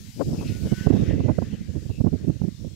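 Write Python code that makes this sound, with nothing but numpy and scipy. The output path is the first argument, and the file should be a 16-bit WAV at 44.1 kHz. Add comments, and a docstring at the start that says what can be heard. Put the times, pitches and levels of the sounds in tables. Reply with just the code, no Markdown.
"""A model glider swishes past a grassy hilltop: air rushes over the airframe, and an edge tone
whistles briefly as it comes closest. Gusts buffet two microphone ports, mostly the right one:
turbulence rumbles, single eddies strike as dull thuds and short rasps.
Grass hisses behind it all; a limiter ducks the hardest blows."""
import sys
import numpy as np
from scipy import signal
from scipy.fft import rfft, irfft, next_fast_len
from scipy.io import wavfile
from scipy.ndimage import uniform_filter1d, map_coordinates

SR = 44100
rng = np.random.default_rng(int(sys.argv[2]) if len(sys.argv) > 2 else 0)


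def master_out(mix):
    """Clip the mix to full scale and print it as 16-bit PCM to the path in sys.argv[1]."""
    frames = np.transpose(np.atleast_2d(mix))
    ceiling = np.clip(frames, -1, 1)
    pcm = np.round(ceiling * 32767).astype(np.int16)
    wavfile.write(sys.argv[1], SR, pcm)


N = 121275
T = np.arange(N) / SR


def amp(db):
    """Decibels to gain."""
    return 10 ** (np.asarray(db) / 20)


def unit(x):
    """Scale to rms 1."""
    return x / np.sqrt(np.mean(x ** 2) + 1e-20)


def along(points, hz):
    """Interpolate (freq_hz, value) points on a log axis."""
    freq_hz, values = np.transpose(points)
    return np.interp(np.log(hz + 1), np.log(freq_hz + 1), values)


def curves(rows):
    """Per-sample curve for each column after time_s."""
    time_s, *columns = np.transpose(rows)
    return [np.interp(T, time_s, column) for column in columns]


def wobble(rate_hz):
    """Smooth random curve, rate_hz knots a second."""
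    return map_coordinates(rng.standard_normal(4096), [T * rate_hz], mode="wrap")


def filtered(x, response):
    """Apply the gain response(hz)."""
    size = next_fast_len(N + SR // 2)
    return irfft(rfft(x, size) * response(np.fft.rfftfreq(size, 1 / SR)), size)[..., :N]


def noise(spectrum):
    """Coloured noise, rms 1."""
    return unit(filtered(rng.standard_normal(N), lambda hz: amp(along(spectrum, hz))))


def steadied(x, span_s):
    """Even out the slow chance swells of a noise; rms 1."""
    power = filtered(x ** 2, lambda hz: np.exp(-(hz * span_s) ** 2))
    return unit(x / np.sqrt(np.abs(power) + 0.02))


def swell(peak_s, length_s, front=1):
    """Bell envelope; front is rise time over fall time."""
    return np.exp(-2 * ((T - peak_s) / (length_s * np.where(T < peak_s, front, 1))) ** 2)


def air(spectrum, correlation, patchy_db):
    """Stereo noise with random patches of gain in time and frequency; rms 1."""
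    bins = signal.stft(rng.standard_normal((2, N)), nperseg=512)[2]
    patches = uniform_filter1d(rng.standard_normal(bins.shape[1:]), size=4, axis=0)
    patches = uniform_filter1d(patches, size=16, axis=1)
    pair = signal.istft(bins * amp(patchy_db * unit(patches)), nperseg=512)[1][:, :N]

    def mid_side_gains(hz):
        angle = np.arccos(np.clip(along(correlation, hz), -1, 1)) / 2
        return amp(along(spectrum, hz)) * [np.cos(angle), np.sin(angle)]

    mid, side = filtered(pair, mid_side_gains)
    return unit(np.array([mid + side, mid - side]))


def glider():
    """Air rushes over the airframe; the wings throw fine hiss forward, heard on the approach."""
    # rush and hiss envelopes: time_s, level_db
    rush_levels = [(.25, -60.5), (.48, -47), (.58, -51.5), (.8, -42), (.95, -45.5), (1.1, -47.5),
                   (1.32, -53), (1.52, -50.5), (2.02, -65.5), (2.2, -56.5), (2.75, -65.5)]
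    hiss_levels = [(0, -50.5), (.2, -48), (.8, -46.5), (.96, -54), (1.35, -72), (2.75, -90)]
    # rush and hiss spectra: freq_hz, density_db
    rush_spectrum = [(500, -6), (1000, -6.5), (1800, 3.5), (4000, -3.5), (6500, -6.5), (9000, -27),
                     (15000, -36)]
    hiss_spectrum = [(1000, -81), (2200, -4), (3200, -0.5), (5500, 4), (7500, 1.5), (9000, -5),
                     (11500, -3.5), (15500, -10)]
    # left-right likeness: freq_hz, correlation
    likeness = [(1400, 0.29), (3000, 0.52), (6000, 0.045)]
    rush_db, = curves(rush_levels)
    hiss_db, = curves(hiss_levels)
    rush = amp(rush_db + wobble(rate_hz=19.66)) * air(rush_spectrum, likeness, patchy_db=3.1)
    return rush + amp(hiss_db) * air(hiss_spectrum, likeness, patchy_db=2.0)


def whistle():
    """Fluttering edge tone of the airframe, strongest just before the closest point."""
    # edge tone: time_s, pitch_hz, level_db
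    tone = [(.45, 1430, -66), (.54, 1447, -55), (.69, 1524, -65), (.74, 1500, -50.5), (.855, 1510, -45),
            (.9, 1510, -57)]
    waver_hz, waver_db = 8, 2.5
    pitch_hz, level_db = curves(tone)
    phase = 2 * np.pi * np.cumsum(pitch_hz + waver_hz * wobble(rate_hz=59.2)) / SR
    sounding = (T > tone[0][0]) & (T < tone[-1][0])
    return np.sqrt(2) * sounding * amp(level_db + waver_db * wobble(rate_hz=44.1)) * np.sin(phase)


def swishes():
    """Noise bands swell as the glider banks; each glides up before the closest point, down after it."""
    # half-whistled bands: peak_s, length_s, pitch_hz, half_width_hz, level_db
    bands = [(0.4, .03, 2560, 220, -49.5), (0.484, .055, 2680, 260, -46), (0.481, .035, 4520, 1510, -47),
             (0.71, .08, 3000, 45, -55.5), (.72, .045, 2170, 35, -53), (1.106, 0.065, 1907, 190, -45),
             (1.3, .2, 2000, 70, -56), (1.103, .03, 2900, 700, -47), (1.535, .04, 2950, 250, -53.5),
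             (1.955, 0.075, 2690, 150, -53.5)]
    closest_s, sag_per_s2 = 0.98, 0.42
    out = np.zeros(N)
    for peak_s, length_s, pitch_hz, half_width_hz, level_db in bands:
        glide = 1 - sag_per_s2 * (peak_s - closest_s) * np.clip(T - peak_s, -length_s, length_s)
        phase = 2 * np.pi * np.cumsum(pitch_hz * glide) / SR
        i, q = filtered(rng.standard_normal((2, N)), lambda hz: 1 / (1 + (hz / half_width_hz) ** 2))
        band = steadied(i * np.cos(phase) + q * np.sin(phase), span_s=length_s / 2)
        out += amp(level_db) * swell(peak_s, length_s) * band
    return out


def port_wind(flow, eddies, low_cut_hz):
    """Turbulence on one port: lumpy rumble that brightens with the flow; eddies thud and rasp."""
    # wind spectra: freq_hz, density_db
    rumble_spectrum = [(15, -28), (45, -10), (85, 0), (150, -3.5), (230, -9), (330, -47), (500, -60),
                       (900, -110)]
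    flutter_spectrum = [(60, -8.5), (160, 0), (260, 3.5), (400, -5), (600, -17), (1300, -53), (3000, -110)]
    thud_spectrum = [(15, -24.5), (50, -14), (110, -3), (260, -9.5), (400, -23), (600, -35), (1200, -90)]
    rasp_spectrum = [(100, -10), (280, 5.5), (500, 2.5), (750, -6), (1200, -20.5), (1800, -32), (2600, -48),
                     (5000, -105)]
    rumble_trim_db, flutter_trim_db, thud_trim_db, rasp_trim_db = -1, -9, 1, 3
    rumble_swing_db, flutter_swing_db, crackle_swing_db = 8.5, 8, 5
    flow_ref_db, flutter_slope = -27.5, 1.635
    flow_db, = curves(flow)
    lumps = np.tanh(wobble(rate_hz=65))
    rumble_db = flow_db + rumble_trim_db + rumble_swing_db * lumps
    rumble = amp(rumble_db) * steadied(noise(rumble_spectrum), span_s=0.087)
    flutter_db = flow_ref_db + flutter_slope * (flow_db - flow_ref_db) + flutter_trim_db
    flutter = amp(flutter_db + flutter_swing_db * lumps) * steadied(noise(flutter_spectrum), span_s=0.015)
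    thud_gain, rasp_gain = np.zeros((2, N))
    for peak_s, length_s, thud_db, rasp_db in eddies:
        strike = swell(peak_s, length_s, front=0.85)
        thud_gain += amp(thud_db + thud_trim_db) * strike
        rasp_gain += amp(rasp_db + rasp_trim_db) * strike
    crackle = amp(crackle_swing_db * np.tanh(wobble(rate_hz=170)))
    rasps = rasp_gain * unit(crackle * steadied(noise(rasp_spectrum), span_s=0.0049))
    thuds = thud_gain * steadied(noise(thud_spectrum), span_s=0.009)
    wind = rumble + flutter + thuds + rasps
    edge_fade = np.clip(np.minimum(T, T[-1] - T) / 0.008, 0, 1)
    return edge_fade * filtered(wind, lambda hz: hz ** 2 / np.hypot(hz ** 2, low_cut_hz ** 2))


def grass():
    """Grass hisses evenly in the wind."""
    # hiss spectrum: freq_hz, density_db
    spectrum = [(300, -26), (900, -14), (2000, -12), (3200, -4), (5400, -1.5), (7500, -4.5), (9000, -12),
                (15500, -16.5)]
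    level_db, sway_db = -54, 1.14
    gain = amp(level_db + sway_db * wobble(rate_hz=6.5))
    return gain * air(spectrum, correlation=[(1000, 0.13), (5000, 0.05)], patchy_db=1.8)


def scene():
    """Airborne sound is weaker and duller on the right; each port has its own wind."""
    # steady wind pressure: time_s, level_db
    flow_left = [(0, -41), (0.14, -46), (0.19, -24.5), (0.47, -26), (0.59, -33), (0.7, -31), (0.88, -44),
                 (0.97, -22), (1.3, -30), (1.5, -32.5), (1.97, -38.5), (2.08, -38), (2.32, -32.5),
                 (2.45, -49), (2.75, -48.5)]
    flow_right = [(0, -31), (.19, -49), (.26, -27.5), (.47, -26.5), (.6, -31.5), (.68, -24.5), (.79, -32.5),
                  (.89, -17), (1.03, -23), (1.28, -21.5), (1.47, -32.5), (1.7, -31.5), (1.97, -31),
                  (2.17, -26.5), (2.32, -27), (2.39, -34), (2.47, -27), (2.55, -42), (2.63, -29.5),
                  (2.75, -31.5)]
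    # eddy strikes: peak_s, length_s, thud_db, rasp_db
    eddies_left = [(0.212, 0.02, -15, -19.5), (0.336, 0.064, -36, -39), (0.424, 0.026, -33, -33),
                   (0.658, 0.04, -23, -41)]
    eddies_right = [(0.324, 0.034, -22.5, -51), (.727, 0.014, -9, -27), (0.812, 0.0043, -17.5, -58),
                    (.874, 0.0085, -2, -14), (0.908, 0.007, -5, -20), (.94, 0.055, -16.5, -26.5),
                    (1.111, 0.01, -14.5, -33.5), (1.157, 0.004, -22.5, -41), (1.203, 0.012, -15, -30),
                    (1.296, 0.02, -16, -19), (1.387, 0.006, -10, -14), (1.425, .008, -19, -25),
                    (1.537, 0.02, -21, -39), (1.761, 0.03, -22.5, -48), (1.906, .016, -19.5, -37),
                    (2.011, .01, -10, -30), (2.046, 0.008, -11, -32), (2.069, 0.016, -10, -28.5),
                    (2.137, 0.019, -14.5, -46), (2.283, 0.018, -15, -48), (2.301, .008, -14, -34),
                    (2.418, 0.0048, -12, -28), (2.441, 0.015, -19, -42), (2.484, 0.011, -17, -46),
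                    (2.648, 0.0079, -21.5, -49)]
    # right port response relative to left: freq_hz, gain_db
    right_port = [(500, -10), (2400, -9), (8000, -15)]
    left, right = glider() + whistle() + swishes() + grass()
    right = filtered(right, lambda hz: amp(along(right_port, hz)))
    left += port_wind(flow_left, eddies_left, low_cut_hz=201)
    right += port_wind(flow_right, eddies_right, low_cut_hz=28)
    return np.array([left, right])


def record(dry):
    """A limiter ducks both channels just after the hardest peaks; soft saturation and low-pass follow."""
    limit_db, attack_s, release_s = -6.5, 0.003, 0.012
    ceiling, top_hz = 1.05, 15700
    log_excess = np.log(np.maximum(np.abs(dry).max(axis=0) / amp(limit_db), 1))
    release = np.exp(-T / release_s)
    duck = np.maximum.accumulate(log_excess / release) * release  # decaying peak hold
    attack = np.hanning(int(2 * attack_s * SR))
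    limited = dry * np.exp(-np.convolve(duck, attack / attack.sum())[:N])
    saturated = ceiling * np.tanh(limited / ceiling)
    return filtered(saturated, lambda hz: hz < top_hz)


dry = scene()
out = record(dry)
master_out(out)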